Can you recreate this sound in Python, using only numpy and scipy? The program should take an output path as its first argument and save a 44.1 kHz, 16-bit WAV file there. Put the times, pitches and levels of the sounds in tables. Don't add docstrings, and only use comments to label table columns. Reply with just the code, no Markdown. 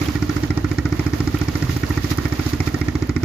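import sys
import numpy as np
from scipy import signal
from scipy.fft import rfft, irfft, next_fast_len
from scipy.io import wavfile
from scipy.ndimage import uniform_filter1d

SR = 44100
rng = np.random.default_rng(int(sys.argv[2]) if len(sys.argv) > 2 else 0)


def wrap_up_sound(samples):
    columns = np.atleast_2d(samples).T
    tamed = np.clip(columns, -1, 1)
    steps = np.round(tamed * 32767).astype(np.int16)
    wavfile.write(sys.argv[1], SR, steps)


def how_loud(loudness_db):
    steps = np.asarray(loudness_db, float) / 20
    return 10 ** steps


N = 142884

# start_s, thump_db, upper_pipe_modes_db, rasp_db, knock_db
ENGINE_LOAD = [(0, -1, 1, -0.5, -2), (.35, -0.5, 0.5, -2, -1.5), (.9, 0.5, 0, 0, -1.5),
               (1.3, .5, 0.5, -2, 0), (1.65, -0.5, -2, -1.5, -1.5), (1.9, 0, -1, 0, -2),
               (2.3, -.5, -0.5, -0.5, -1.5), (3.24, -0.5, 1.5, -2.5, -1.5)]
# pitch_hz, level_db, t60_s (time to fade by 60 dB, one pass),
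# sign (1 or -1), drift_db_per_s, swells (1 = rings through two equal resonances in a row)
PIPE_MODES = [(59.7, -10.6, .077, 1, -.5, 0), (71.2, -19.1, .33, 1, 0, 0), (77.8, -9.3, .065, -1, 0, 1),
              (103.9, -22.3, .33, -1, -2, 0), (148.1, -13.2, .122, -1, 0, 0),
              (244.5, -20.2, .13, -1, 2.2, 0), (297.7, -11.6, .028, 1, 0, 1), (390.9, -19.5, .057, 1, 1, 0)]
# delay_s, gain (plain factor)
THUMP_ECHOES = [(.01665, .35)]
# pitch_hz, width_hz (one pass), level_db, left_lead_radians
RASP_RESONANCES = [(776, 243, -3, -1.32), (1158, 290, -4.5, -0.19), (1374, 208, 0.5, 1),
                   (1851, 146, 1, -1.3), (2097, 517, -0.5, .9)]
# pitch_hz, width_hz (one pass), left_db, right_db, left_lead_radians
KNOCK_RESONANCES = [(4340, 1900, 2, 2, -1), (5090, 1130, 12.5, 3.5, -1.5), (5500, 660, 12, -3, 1),
                    (6680, 520, 13, 1, -1)]
# start_s, level_db (relative)
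WASH_VIGOUR = [(0, -46), (.3, -52), (.6, -56.5), (.9, -57.5), (1.15, -51), (1.5, -51), (1.9, -48.5),
               (2.25, -52), (2.55, -48.5), (2.8, -55.5), (3.24, -59)]
# pitch_hz, level_db (relative, per hertz)
WATER_COLOUR = [(480, 3), (750, -2.5), (1000, -1), (1400, -3), (1600, -5), (1850, -0.5), (2200, -5),
                (2600, -8.5), (3300, -10.5), (5000, -9), (5900, -13.5), (6700, -11.5), (7400, -19.5),
                (8500, -27), (10000, -21.5), (13500, -17.5), (15600, -16.5)]
# peak_s, level_db (at the peak), length_s (fade time), lowest_hz
HULL_SPLASHES = [(0.890, -30, .002, 9000), (1.387, -23, 0.003, 9000), (1.573, -25, .002, 10000),
                 (1.708, -30, 0.068, 2520), (1.77, -26, 0.0036, 9000), (1.893, -27, 0.006, 9500),
                 (2.03, -30, 0.031, 2740), (2.106, -22.5, 0.023, 3000), (2.174, -23.5, 0.0033, 8500),
                 (2.283, -28, .003, 10100), (2.336, -24, .002, 9000), (2.458, -29.5, 0.03, 2880),
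                 (2.492, -29.5, 0.023, 3180), (2.665, -26, 0.018, 3000), (2.806, -32.5, 0.006, 8950),
                 (3.072, -29.5, 0.0023, 9100)]
# start_s, pitch_hz (at the start), level_db, t60_s
CLEAR_BUBBLES = [(.0605, 3220, -21.5, .028), (.058, 800, -27, .05)]
# start_s, level_db
HULL_SLAPS = [(1.627, -22), (1.64, -11.5), (1.726, -13.5)]
# pitch_hz, level_db (relative, per hertz)
RUMBLE_COLOUR = [(20, -5), (42, 4.5), (70, 10), (130, 6), (300, 5), (400, -2), (600, -35.5)]
# pitch_hz, level_db
LEFT_PORT_COLOUR = [(60, -3), (320, -3.5), (750, -4), (1200, -7.5), (1850, -9.5), (2200, -11), (2700, -3),
                    (4200, -5), (5000, -8), (5700, -5), (6700, -16), (8000, -23), (10000, -19.5),
                    (15000, -18.5)]

FIRST_FIRING_S, FIRING_PERIOD_S, FIRING_JITTER_S = .01019, .0699651, .00008
FIRING_SPREAD_DB, MODE_SPREAD_DB = 0.43, 0.08
THUMP_DB, THUMP_CUT_HZ, UPPER_MODES_HZ = 0.5, 1600, 220
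THUMP_LEAD_S, UPPER_LAG_S, UPPER_LEFT_LAG_S, ECHO_DB_PER_S = .00154, .00055, .0002, -2
RASP_DB, RASP_SPREAD_DB, RASP_LIKENESS, RASP_DELAY_S = -23, 2.5, .88, 0.0034
RASP_RISE_S, RASP_FALL_S, RASP_TAIL_S, RASP_TAIL_DB = 0.00078, 0.0038, 0.019, -10.5
KNOCK_DB, KNOCK_SPREAD_DB, KNOCK_LIKENESS = -31.5, 1.5, .8
KNOCK_DELAY_S, KNOCK_RISE_S, KNOCK_FALL_S = 0.0037, 0.00061, 0.0036
EVEN_S = .006
WASH_DB, WASH_FOLLOWS_LOW, WASH_FOLLOWS_HIGH, WASH_PATCHY_DB = 20, 0.16, 0.88, 1.5
WASH_LIKENESS, WASH_ALIKE_BELOW_HZ, PORT_LAG_S = 0.3, 900, .0001
DROPS_PER_S, DROP_SIZE_DB, DROPS_DB = 300, 4, -12
BUBBLES_PER_S, BUBBLE_CYCLES, BUBBLES_DB, BUBBLES_FOLLOW = 120, 20, -47, 1
RUMBLE_DB, RUMBLE_LIKENESS, RUMBLE_LUMPS_DB = -31, 0.84, 2
SPRAY_GRAIN_DB, SPRAY_GRAINS_PER_S, SPRAY_HISS_DB = 4, 3000, -4
PLOP_RISE = 0.066
SLAP_HZ, SLAP_T60_S = 122, 0.17


def rms_one(x):
    return x / np.sqrt(np.mean(x ** 2) + 1e-20)


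def in_time(rows, s=None):
    t, *columns = np.transpose(rows)
    s = np.arange(N) / SR if s is None else s
    return [np.interp(s, t, column) for column in columns]


def coloured(x, points):
    size = next_fast_len(N + 4096)
    hz, db = np.transpose(points)
    bins_hz = np.arange(size // 2 + 1) * SR / size
    gain = how_loud(np.interp(np.log(bins_hz + 1), np.log(hz), db))
    return irfft(rfft(x, size) * gain, size)[..., :N]


def drift(rate):
    r = np.exp(-80 * np.pi * rate / SR)
    noise = rng.standard_normal(N // 40 + 2002)
    slow = rms_one(signal.lfilter([1], [1, -2 * r, r * r], noise)[2000:])
    return np.interp(np.arange(N) / 40, np.arange(len(slow)), slow)


def clicks(s, gains):
    out = np.full(N + 2 * SR, 1e-18)
    out[np.round((s + 1) * SR).astype(int)] = gains
    return out


def ring(x, hz, t60):
    r, w = how_loud(-60 / (t60 * SR)), 2 * np.pi * hz / SR
    return signal.lfilter([0, np.sin(w)], [1, -2 * r * np.cos(w), r * r], x)


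def resonance(x, hz, width):
    r = np.exp(-np.pi * width / SR)
    row = [(1 - r * r) / 2, 0, (r * r - 1) / 2, 1, -2 * r * np.cos(2 * np.pi * hz / SR), r * r]
    return signal.sosfilt([row, row], x) * np.sqrt(2 * SR / width / np.pi)


def even_band(x, hz, width):
    band = resonance(x, hz, width)
    power = uniform_filter1d(band ** 2, size=int(EVEN_S * SR))
    return band / np.sqrt(power + 0.37)


def puffs(s, gains, rise, fall):
    a, b = np.exp(-1 / (rise * SR)), np.exp(-1 / (fall * SR))
    dying = signal.lfilter([1], [1, -b], clicks(s, gains))
    return signal.lfilter([1 - a], [1, -a], dying)[SR:SR + N]


def port_pair(x, alike, lag=PORT_LAG_S):
    alike = np.clip(alike, 0, 1)
    shared = np.roll(x[1], int(np.round(lag * SR)))
    return np.array([alike * shared + np.sqrt(1 - alike ** 2) * x[0], x[1]])


def thump(s, db, upper_db):
    spread = rng.normal(0, MODE_SPREAD_DB, (len(s), len(PIPE_MODES)))
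    age = s - N / SR / 2
    pipe = 0
    for k, (hz, level_db, t60, sign, db_per_s, swells) in enumerate(PIPE_MODES):
        upper = hz > UPPER_MODES_HZ
        gains = how_loud(db + level_db + db_per_s * age + spread[:, k] + upper_db * upper)
        mode = ring(clicks(s - THUMP_LEAD_S + UPPER_LAG_S * upper, gains), hz, t60)
        if swells:
            mode = ring(mode, hz, t60) * 2 * np.e * np.log(1000) / (t60 * SR)
        left = np.roll(mode, int(UPPER_LEFT_LAG_S * SR) * upper)
        pipe = pipe + sign * np.array([left, mode])
    pipe = signal.sosfilt(signal.butter(2, THUMP_CUT_HZ, fs=SR, output="sos"), pipe)
    echoes = sum(gain * np.roll(pipe, int(lag * SR), axis=1) for lag, gain in THUMP_ECHOES)
    fading = how_loud(ECHO_DB_PER_S * (np.arange(N) - N / 2) / SR)
    return how_loud(THUMP_DB) * (pipe[:, SR:SR + N] + echoes[:, SR:SR + N] * fading)


def rasp(s, db):
    gas, out = rng.standard_normal((2, N)), 0
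    start = s + RASP_DELAY_S
    for hz, width, level_db, lead in RASP_RESONANCES:
        gains = how_loud(db + level_db + rng.normal(0, RASP_SPREAD_DB, len(s)))
        gate = puffs(start, gains, RASP_RISE_S, RASP_FALL_S)
        gate = gate + how_loud(RASP_TAIL_DB) * puffs(start, gains, RASP_RISE_S, RASP_TAIL_S)
        band = resonance(even_band(gas, hz, width) * gate, hz, 1.82 * width)
        band = band * np.sqrt(np.pi * width / SR)
        out = out + port_pair(band, RASP_LIKENESS, -lead / (2 * np.pi * hz))
    return how_loud(RASP_DB) * out


def knock(s, db):
    gains = how_loud(db + rng.normal(0, KNOCK_SPREAD_DB, len(s)))
    gate = puffs(s + KNOCK_DELAY_S, gains, KNOCK_RISE_S, KNOCK_FALL_S)
    rattle, out = rng.standard_normal((2, N)), 0
    for hz, width, left_db, right_db, lead in KNOCK_RESONANCES:
        pair = port_pair(even_band(rattle, hz, width), KNOCK_LIKENESS, -lead / (2 * np.pi * hz))
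        out = out + pair * how_loud(np.array([[left_db], [right_db]]))
    return how_loud(KNOCK_DB) * gate * out


def engine():
    s = FIRST_FIRING_S + FIRING_PERIOD_S * np.arange(-6, 47)
    s = s + rng.normal(0, FIRING_JITTER_S, len(s))
    thump_db, upper_db, rasp_db, knock_db = in_time(ENGINE_LOAD, s)
    shared_db = rng.normal(0, FIRING_SPREAD_DB, len(s))
    blows = thump(s, thump_db + shared_db, upper_db)
    return blows + rasp(s, rasp_db + shared_db) + knock(s, knock_db + shared_db)


def water():
    vigour_db, = in_time(WASH_VIGOUR)
    swing = vigour_db - vigour_db.mean()
    sizes = how_loud(DROP_SIZE_DB * np.minimum(rng.exponential(1, (2, N)), 5)) * rng.choice([-1, 1], (2, N))
    drops = rms_one(sizes * (rng.random((2, N)) < DROPS_PER_S * how_loud(swing) / SR))
    mix = rng.standard_normal((2, N)) + how_loud(DROPS_DB) * np.diff(drops, prepend=0)
    hiss = rms_one(coloured(mix, WATER_COLOUR))
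    out, together = 0, drift(8)
    edges = 250 * 2. ** np.arange(7)
    for k, (low, high) in enumerate(zip(edges, edges[1:])):
        follows = WASH_FOLLOWS_LOW + (WASH_FOLLOWS_HIGH - WASH_FOLLOWS_LOW) * k / 5
        band = signal.sosfiltfilt(signal.butter(2, [low, high], "band", fs=SR, output="sos"), hiss)
        band = port_pair(band, WASH_LIKENESS / (1 + (low / WASH_ALIKE_BELOW_HZ) ** 2))
        patches = together + 0.76 * drift(46)
        out = out + band * how_loud(follows * swing + WASH_PATCHY_DB * patches)
    return how_loud(vigour_db.mean() + WASH_DB) * out


def bubbles():
    vigour_db, = in_time(WASH_VIGOUR)
    swing = vigour_db - vigour_db.mean()
    sizes = how_loud(DROP_SIZE_DB * np.minimum(rng.exponential(1, N), 3)) * rng.choice([-1, 1], N)
    born = rng.random(N) < BUBBLES_PER_S * how_loud(swing + 4 * drift(10)) / SR
    pitches = np.geomspace(1000, 7000, 16)
    dealt = rng.integers(0, 16, N)
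    pans = how_loud(rng.normal(0, 3, (2, N)))
    rings = 0
    for k, hz in enumerate(pitches):
        strikes = pans * sizes * born * (dealt == k) + 1e-18
        rings = rings + ring(strikes, hz, BUBBLE_CYCLES / hz)
    return how_loud(BUBBLES_DB + BUBBLES_FOLLOW * swing) * rms_one(rings)


def wind():
    noise = coloured(rng.standard_normal((3, N)), RUMBLE_COLOUR)
    rumble = np.sqrt(RUMBLE_LIKENESS) * noise[2] + np.sqrt(1 - RUMBLE_LIKENESS) * noise[:2]
    return rms_one(rumble) * how_loud(RUMBLE_DB + RUMBLE_LUMPS_DB * drift(10.5))


def splashes():
    t, out = np.arange(N) / SR, np.zeros((2, N))
    sizes = how_loud(SPRAY_GRAIN_DB * np.minimum(rng.exponential(1, (2, N)), 3)) * rng.choice([-1, 1], (2, N))
    grains = sizes * (rng.random((2, N)) < SPRAY_GRAINS_PER_S / SR)
    spray = rms_one(grains) + how_loud(SPRAY_HISS_DB) * rng.standard_normal((2, N))
    spray = coloured(spray, WATER_COLOUR)
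    for s, db, length, low_hz in HULL_SPLASHES:
        near = slice(int((s - 3 * length) * SR), int((s + 8 * length) * SR))
        grit = signal.sosfilt(signal.butter(2, low_hz, "high", fs=SR, output="sos"), spray[:, near])
        distance = np.where(t[near] < s, 3 * (s - t[near]), t[near] - s)
        out[:, near] += how_loud(db) * rms_one(grit) * np.exp(-distance / length)
    for s, hz, db, t60 in CLEAR_BUBBLES:
        age = np.maximum(t - s, 0)
        envelope = how_loud(db - 60 * age / t60) * np.minimum(age / 0.00068, 1)
        out += envelope * np.sin(2 * np.pi * hz * age * (1 + PLOP_RISE * age / t60 / 2))
    return out


def slaps():
    s, db = np.transpose(HULL_SLAPS)
    return ring(clicks(s, how_loud(db)), SLAP_HZ, SLAP_T60_S)[SR:SR + N]


def scene():
    return engine() + water() + bubbles() + wind() + splashes() + slaps()


def low_pass(x):
    return signal.sosfilt(signal.butter(12, 15730, fs=SR, output="sos"), x)


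def record(dry):
    ports = np.array([coloured(dry[0], LEFT_PORT_COLOUR), dry[1]])
    ports = signal.sosfilt(signal.butter(3, 30, "high", fs=SR, output="sos"), ports)
    ports = signal.sosfilt(signal.cheby2(14, 60, 15800, fs=SR, output="sos"), ports)
    return low_pass(ports)


dry = scene()
out = record(dry)
wrap_up_sound(out)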